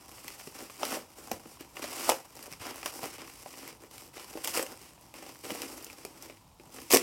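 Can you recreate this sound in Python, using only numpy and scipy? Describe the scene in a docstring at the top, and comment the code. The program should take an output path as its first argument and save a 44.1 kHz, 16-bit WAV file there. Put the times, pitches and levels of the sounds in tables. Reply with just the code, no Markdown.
"""Hands tear open a stiff paper envelope close to a small microphone in a small room, over a low background noise.
From the start, sheets slide by stick and slip: noise grains coloured by the paper and by the hollow pouch.
Creases buckle throughout, each with a burst of fibre cracks and a damped pop; soft bumps are low decaying sines.
Short rips, jerky friction on taut paper, come early, then before a pair of loud snaps, then twice in mid-scene.
A last hard tug sets off a quick run of loud snaps, and the hands come to rest."""
import sys
import numpy as np
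from scipy import signal
from scipy.fft import rfft, irfft
from scipy.io import wavfile

SR = 44100
rng = np.random.default_rng(int(sys.argv[2]) if len(sys.argv) > 2 else 0)


def waveform_to_disk(signal):
    """Save audio, clipped to [-1, 1], as 16-bit WAV at the path in sys.argv[1]."""
    frames = np.transpose(np.atleast_2d(signal))
    scaled = np.clip(frames, -1, 1) * 32767
    samples = np.round(scaled).astype(np.int16)
    wavfile.write(sys.argv[1], SR, samples)


N = 309582


def from_db(db):
    """Decibel law: 20 dB is a tenfold amplitude."""
    return 10 ** (np.asarray(db) / 20)


def rms_one(x):
    """Normalisation to unit root-mean-square amplitude."""
    return x / np.sqrt(np.mean(x ** 2) + 1e-20)


def at_hz(points, hz):
    """Interpolation of a table along a logarithmic frequency axis."""
    table = np.array(points)
    return np.interp(np.log(np.maximum(hz, 1)), np.log(table[:, 0]), table[:, 1])


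def over_time(points, t):
    """Linear interpolation of a table along time."""
    return np.interp(t, *np.transpose(points))


def cut(x, hz, kind, order=2):
    """Butterworth filtering: a maximally flat passband."""
    sections = signal.butter(order, hz, kind, fs=SR, output="sos")
    return signal.sosfilt(sections, x + 1e-18)


def colour(x, spectrum, size=4096):
    """Minimum-phase filtering: a folded cepstrum gives the spectrum with nothing sounding early."""
    bins_hz = np.arange(size // 2 + 1) * SR / size
    cepstrum = irfft(np.log(from_db(at_hz(spectrum, bins_hz))))
    cepstrum[1:size // 2] *= 2
    cepstrum[size // 2 + 1:] = 0
    impulse = irfft(np.exp(rfft(cepstrum)))
    return signal.fftconvolve(x, impulse)[:len(x)]


def drift(rate):
    """Band-limited chance: interpolated random values, `rate` new ones a second, with unit RMS."""
    steps = rng.standard_normal(N // 8)
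    return rms_one(np.interp(np.arange(N) / SR * rate, np.arange(len(steps)), steps))


def grains(per_s, spread_db):
    """Shot noise: random clicks of either sign, many small and a few large."""
    sizes = from_db(spread_db * np.minimum(rng.exponential(1, N), 3)) * rng.choice([-1, 1], N)
    return rms_one(sizes * (rng.random(N) < per_s / SR))


def add(out, s, sound):
    """Superposition of a sound onto the output from time s."""
    start = int(s * SR)
    out[start:start + len(sound)] += sound[:N - start]


# background noise spectrum: (frequency [Hz], relative density [dB per Hz])
FLOOR = [(20, -52), (45, -1), (75, -3.5), (130, -2.5), (200, -6.5), (400, -21.5), (950, -7.5), (1600, -28),
         (4000, -24.5), (16000, -33)]


def background(level_db=-60.5):
    """Stationary noise: Gaussian noise shaped by a fixed spectrum."""
    return from_db(level_db) * rms_one(colour(rng.standard_normal(N), FLOOR))


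# reverberation time of the room: (frequency [Hz], decay by 60 dB [s])
ROOM = [(150, 0.31), (500, 0.25), (2000, 0.13), (6000, 0.14), (16000, 0.096)]


def room(x, wet_db=-14.0, first_s=0.0042, size=16384):
    """Reverberation: reflections from the desk and near walls decay exponentially, each octave at its own rate."""
    t, tail = np.arange(size) / SR, 0
    white = rng.standard_normal((2, size))
    edges_hz = 75 * 2. ** np.arange(9)
    for k, (low, high) in enumerate(zip(edges_hz, edges_hz[1:])):
        decay = from_db(-60 * t / at_hz(ROOM, np.sqrt(low * high)))
        tail = tail + cut(white[k % 2], [low, high], "band") * decay  # neighbouring octaves use separate noise
    tail = tail * np.clip(t / first_s - 1, 0, 1)  # silent until the first reflection
    return x + from_db(wet_db) * signal.fftconvolve(x, rms_one(tail) / np.sqrt(size))[:N]


# soft bumps of hands and packet: (time [s], envelope peak [dB], frequency [Hz])
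BUMPS = [(0.471, -49, 157), (1.316, -34.5, 221), (1.336, -47, 90.5), (1.463, -47, 205),
         (2.101, -50.5, 70.4), (2.517, -46, 150), (2.607, -44, 93), (3.032, -44, 150), (5.515, -36, 205),
         (6.669, -50.5, 169)]


def bumps(swell_s=0.0045, size=6000):
    """Damped oscillation: a soft contact swells and dies in a few low cycles."""
    out, t = np.zeros(N), np.arange(size) / SR
    envelope = t / swell_s * np.exp(1 - t / swell_s)
    for s, db, hz in BUMPS:
        add(out, s, from_db(db) * envelope * np.sin(2 * np.pi * hz * t))
    return out


def gesture(t, start, length, attack_s, release_s, build_db=0):
    """Exponential onset and release: a movement takes hold, changes by build_db to its end, then lets go."""
    since = np.maximum(t - start, 0)
    hold = from_db(build_db * (np.minimum(since / length, 1) - 1))
    release = np.exp(-np.maximum(since - length, 0) / release_s)
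    return (1 - np.exp(-since / attack_s)) * hold * release


# All friction and flexing levels below are relative; brightness is fibre hiss over sheet rasp.
# the envelope stirs even when merely held, until the hands come to rest: (time [s], friction [dB])
HELD = [(0, -59), (1.1, -62), (2.3, -59.5), (4.1, -65.5), (5, -62), (6.3, -61.5), (6.5, -71), (7, -74)]
# sheet sliding on sheet: (start [s], length [s], friction [dB], brightness [dB], flexing [dB])
STROKES = [(0.07, 0.18, -55, 7, -60), (0.225, 0.12, -52, 4, -57), (0.376, 0.12, -52, 7.5, -60),
           (0.535, 0.1, -49.5, 2.5, -50), (0.645, 0.21, -55.5, 4, -70), (1.158, 0.14, -53.5, 8, -53.5),
           (1.305, 0.037, -48.5, 6, -44.5), (1.446, 0.089, -55, 10, -57.5), (1.585, 0.025, -52, -2, -49),
           (1.748, 0.056, -50, 3, -48), (1.812, 0.035, -41, -0.5, -41.5), (2.34, 0.12, -53, 4.5, -54.5),
           (2.5, .025, -48, 1, -58), (2.594, 0.11, -44.5, -1.5, -43), (2.733, .11, -49.5, 3.5, -52.5),
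           (2.851, 0.025, -40.5, 4, -43), (2.917, 0.062, -47, 11, -50), (3.01, .05, -42, 3, -43),
           (3.081, 0.084, -50.5, 1, -55), (3.175, 0.043, -46.5, -5.5, -46.5), (3.24, 0.36, -54, 6, -61),
           (3.564, 0.14, -52, 0.5, -51), (3.801, 0.037, -59, 6, -55), (3.899, .15, -53.5, 6.5, -56),
           (4.127, 0.11, -50.5, 2.5, -52.5), (4.256, 0.21, -52.5, 4, -56), (4.43, .025, -40, 11, -47),
           (4.643, 0.088, -53, 4, -52), (4.78, 0.11, -55.5, 3.5, -61), (5.136, .16, -53.5, 0.5, -52.5),
           (5.3, 0.18, -58, 9, -65), (5.432, 0.23, -45.5, 2.5, -44.5), (5.67, 0.099, -49.5, 8, -47),
           (5.764, 0.17, -54, 2, -56), (5.955, 0.23, -58, 4, -56), (6.197, 0.049, -51.5, 1.5, -50.5),
           (6.278, 0.035, -62, -7, -60), (6.585, 0.18, -64.5, 8, -62), (6.708, 0.2, -52.5, 5, -56.5)]
# rips: (start [s], length [s], final friction [dB], brightness [dB], final flexing [dB], build-up [dB])
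RIPS = [(0.787, 0.16, -38, 3, -36, 7), (1.873, 0.24, -34.5, 4.5, -36, 12), (4.472, 0.024, -36.5, 6, -43, 1),
        (4.531, 0.046, -32.5, 4, -35.5, 0), (6.899, 0.063, -29.5, 2, -36, -1)]


def hands(size=7000):
    """Power addition of holding, strokes and rips: friction, brightness and flexing in dB, and the share of ripping."""
    t = np.linspace(0, N / SR, size)
    # each movement: (shape, friction dB, brightness dB, flexing dB)
    movements = [(from_db(over_time(HELD, t)), 0, 5, -2)]
    for start, length, *levels in STROKES:
        movements.append((gesture(t, start, length, 0.012, 0.031), *levels))
    for start, length, *levels, build_db in RIPS:
        movements.append((gesture(t, start, length, 0.0094, 0.037, build_db), *levels))
    shapes, friction_db, bright_db, flex_db = map(np.array, zip(*movements))
    friction = (shapes * from_db(friction_db)[:, None]) ** 2
    total = friction.sum(axis=0)
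    shares = friction / total
    flexing = from_db(flex_db) ** 2 @ shapes ** 2
    ripping = shares[-len(RIPS):].sum(axis=0)
    controls = 10 * np.log10(total), bright_db @ shares, 10 * np.log10(flexing), ripping
    return [np.interp(np.arange(N) / SR, t, control) for control in controls]


# colour of rubbing and cracking paper: (frequency [Hz], relative level [dB])
PAPER = [(500, -30), (1100, 3.5), (1550, -4.5), (2000, 2), (2850, 2), (3500, -6), (4200, -6.5),
         (4900, -0.5), (5600, 0.5), (6500, -3.5), (8000, 0), (10000, -2.5), (13000, -3.5), (16000, -10)]


def paper(drive, bright_db, split_hz=4300):
    """Spectral balance: the sheet rasps below the split, fibres hiss above; brightness shares out the power."""
    sound = colour(drive, PAPER)
    rasp = rms_one(cut(sound, split_hz, "low", order=4))
    hiss = rms_one(cut(sound, split_hz, "high", order=4))
    return (rasp + from_db(bright_db) * hiss) / np.sqrt(1 + from_db(bright_db) ** 2)


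# resonances of the pouch: (frequency [Hz], bandwidth [Hz], relative level [dB])
POUCH = [(262, 68, 4.5), (342, 72, 5.5), (455, 128, 1), (567, 148, -1), (792, 98, -3), (986, 87, -4.5),
         (1302, 450, -10.5)]


def pouch(drive, slack_db=0):
    """Modal resonance of the envelope and the air in it; slack, in dB per octave, favours the low modes."""
    out, power = 0, 0
    for k, (hz, width_hz, db) in enumerate(POUCH):
        r = np.exp(-np.pi * width_hz / SR)  # pole radius
        top = (1 - r * r) / 2 * np.array([1, 0, -1])
        bottom = [1, -2 * r * np.cos(2 * np.pi * hz / SR), r * r]
        gain = from_db(db - slack_db * np.log2(hz / 500))
        out = out + (-1) ** k * gain * signal.lfilter(top, bottom, drive)
        power = power + gain ** 2 * width_hz
    return rms_one(cut(out / np.sqrt(power), [170, 1800], "band"))


def crinkles(per_s=40, spread_db=8.0, crumble_s=0.00045, count=6, size=200):
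    """Crackling noise: tiny creases give way at random, each crumbling in its own way; pushes and their crackle."""
    pushes, crackle = 0, 0
    for _ in range(count):
        clicks = grains(per_s, spread_db)
        crumble = rng.standard_normal(size) * np.exp(-np.arange(size) / SR / crumble_s)
        pushes = pushes + clicks
        crackle = crackle + signal.oaconvolve(clicks, crumble)[:N]
    return rms_one(pushes), rms_one(crackle)


# slack paper booms low, taut paper rings higher: (time [s], tilt towards low resonances [dB per octave])
SLACK = [(0, -3.5), (1.9, -2.5), (2.15, -7.5), (2.35, -2), (2.65, -4.5), (3.6, -1), (4.6, -3.5),
         (5.1, -0.5), (6.7, -0.5), (6.95, 4)]


def rustle(rub_db=-1.3, crinkle_db=-8.0, flex_db=-1.0, slip_db=1.87, rip_slip_db=1.5):
    """Stick-slip friction: sheets rub and crinkle, a rip goes in jerks, and the same slips shake the pouch."""
    t = np.arange(N) / SR
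    friction_db, bright_db, bend_db, ripping = hands()
    sliding_grip = rms_one(from_db(slip_db * drift(120)))
    ripping_grip = rms_one(from_db(rip_slip_db * drift(300)))
    grip = (1 - ripping) * sliding_grip + ripping * ripping_grip
    rub = grains(14000, 1.74) * grip
    pushes, crackle = crinkles()
    loose = 1 - .5 * ripping  # taut paper crinkles less
    treble = paper(from_db(rub_db) * rub + from_db(crinkle_db) * loose * crackle, bright_db)
    shaking = grains(900, 4.5) * grip + 0.87 * loose * pushes
    body = pouch(shaking, over_time(SLACK, t))
    return from_db(friction_db) * treble + from_db(bend_db + flex_db) * body


def small_folds(per_s=7, crack_over_db=4.0, pop_over_db=7.5, spread_db=1.5, bright_db=-1.0,
                bright_spread_db=13.0, pop_hz=590, pitch_octaves=0.63, count=150):
    """Poisson process: lesser creases buckle as strongly as the hands work, except on taut paper; rows as in SNAPS."""
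    friction_db, _, flex_db, ripping = hands()
    times = np.cumsum(rng.exponential(1 / per_s, count))
    rows = []
    for s, (strength, edge, depth, pitch) in zip(times, rng.standard_normal((count, 4))):
        i = int(s * SR)
        if i < N and ripping[i] < .5:
            crack = friction_db[i] + crack_over_db + spread_db * strength
            bright = bright_db + bright_spread_db * edge
            pop = flex_db[i] + pop_over_db + spread_db * depth
            rows.append((s, crack, bright, pop, pop_hz * 2 ** (pitch_octaves * pitch)))
    return rows


# creases that buckle:
# (time [s], relative crack level [dB], brightness [dB], relative pop level [dB], pop frequency [Hz])
SNAPS = [(0.2803, -36, 0.5, -60, 736), (0.4733, -45.5, -7, -39, 398), (0.6977, -44, -10, -48, 517),
         (0.8313, -31.5, -10, -23.5, 835), (0.8515, -33, 6, -50, 770), (0.971, -54, 2, -36, 590),
         (1.3151, -31.5, 4, -26.5, 700), (1.4571, -52, -16, -42, 368), (1.6082, -44, 5, -40, 370),
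         (1.768, -38, -23, -48, 960), (1.841, -36.5, -4, -32, 596), (2.0921, -22, 9.5, -14.5, 810),
         (2.0968, -21.5, 1.5, -29, 825), (2.1185, -30.5, -10, -22.5, 800), (2.4265, -43, 11, -56, 720),
         (2.4788, -65.7, 2, -42.5, 507), (2.525, -41, 1, -51, 570), (2.8296, -37.5, -21, -42, 890),
         (2.8592, -28.5, -1, -35, 700), (3.0308, -39.5, 4, -34, 740), (3.0395, -39, -5, -32.5, 675),
         (3.4602, -51, -9, -37.5, 695), (3.6771, -41, 2, -67, 595), (3.98, -44, 2, -60, 800),
         (4.3538, -57, -4, -32.5, 393), (4.3732, -44, -4, -35.5, 586), (4.445, -29, 7.5, -43.5, 795),
         (4.474, -27.5, 9, -34.5, 890), (4.4805, -36, 3, -39, 800), (4.5734, -27.5, 4, -26.5, 527),
         (4.594, -30, -7, -27.5, 487), (4.6264, -31, 20, -35.5, 624), (4.6642, -40.5, -1, -44, 600),
         (4.7736, -49, 3, -67, 800), (5.14, -45.5, -2, -46.5, 700), (5.5046, -34.5, -9, -35, 600),
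         (5.5196, -46.3, 6, -34, 333), (5.6184, -33.5, 5.5, -39, 540), (5.8448, -37.5, 30, -53, 556),
         (5.8994, -44, -12, -66, 720), (6.0498, -37.5, 3, -35.5, 456), (6.224, -42, 20, -71, 580),
         (6.2979, -47, -11, -42.5, 554), (6.598, -53, -10, -46, 370), (6.785, -44.5, -16, -41, 470),
         (6.9071, -28.5, 2, -30, 680), (6.9157, -23, 11, -41, 595), (6.9231, -21.5, 11, -27, 570),
         (6.9271, -20, 10, -44, 600), (6.9319, -28, 18.5, -30, 440), (6.9349, -17, 2.5, -14.5, 420),
         (6.938, -17.5, 16.5, -17, 505), (6.9437, -17, 9, -14, 513), (6.949, -16, 13, -34, 507),
         (6.9607, -21.5, 2, -17, 474), (6.9698, -18, 3.5, -42, 600)]


def snaps(creases, pop_gain_db=-1.0, crack_s=0.00063, facet_db=3.0,
          edge_db=2.0, pop_cycles=0.9, pouch_share=0.7, size=2048):
    """Buckling instability: a crease bursts in fibre cracks and settles; the freed panel swings and rings the pouch."""
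    out, t = np.zeros(N), np.arange(size) / SR
    to_level = np.sqrt(.004 * SR / size)  # levels count the energy of a snap over 4 ms
    settling = .11 * np.exp(-t / .006)  # the fold creaks on faintly for a few ms
    release = (1 - np.exp(-t / 0.00087)) * (np.exp(-t / crack_s) + settling)
    facet_hz = np.geomspace(1000, 16000, 14)
    top_octave = np.maximum(np.log2(facet_hz / 8000), 0)
    for s, crack_db, bright_db, pop_db, pop_hz in creases:
        fibres, push = rng.standard_normal((2, size))
        # each fold has its own colour, and a crack reaches higher than a rub
        facet_levels = facet_db * rng.standard_normal(len(facet_hz)) + edge_db * top_octave
        facet = np.column_stack([facet_hz, facet_levels])
        crack = paper(colour(fibres * release, facet, size=512), bright_db)
        swing = np.sin(2 * np.pi * pop_hz * t) * np.exp(-t * pop_hz / pop_cycles)
        swing = rms_one(cut(swing, [pop_hz / 2.2, pop_hz * 1.82], "band"))
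        ringing = pouch(push * np.exp(-t / 0.0028))
        hollow = rms_one(cut(ringing, [pop_hz / 1.41, pop_hz * 1.78], "band"))  # modes near its pitch
        pop = rms_one(swing + pouch_share * hollow)
        add(out, s, to_level * (from_db(crack_db) * crack + from_db(pop_db + pop_gain_db) * pop))
    return out


def scene():
    """Superposition: paper and hands sound in the room over the background; one microphone feeds both channels."""
    envelope = rustle() + snaps(small_folds()) + snaps(SNAPS)
    sound = room(envelope + bumps()) + background()
    return np.array([sound, sound])


def record(dry):
    """Soft saturation and band limiting: the loudest peaks are rounded and the top is cut at 16.1 kHz."""
    low_pass = signal.ellip(10, .1, 70, 16100, fs=SR, output="sos")
    return signal.sosfilt(low_pass, np.tanh(dry))


dry = scene()
out = record(dry)
waveform_to_disk(out)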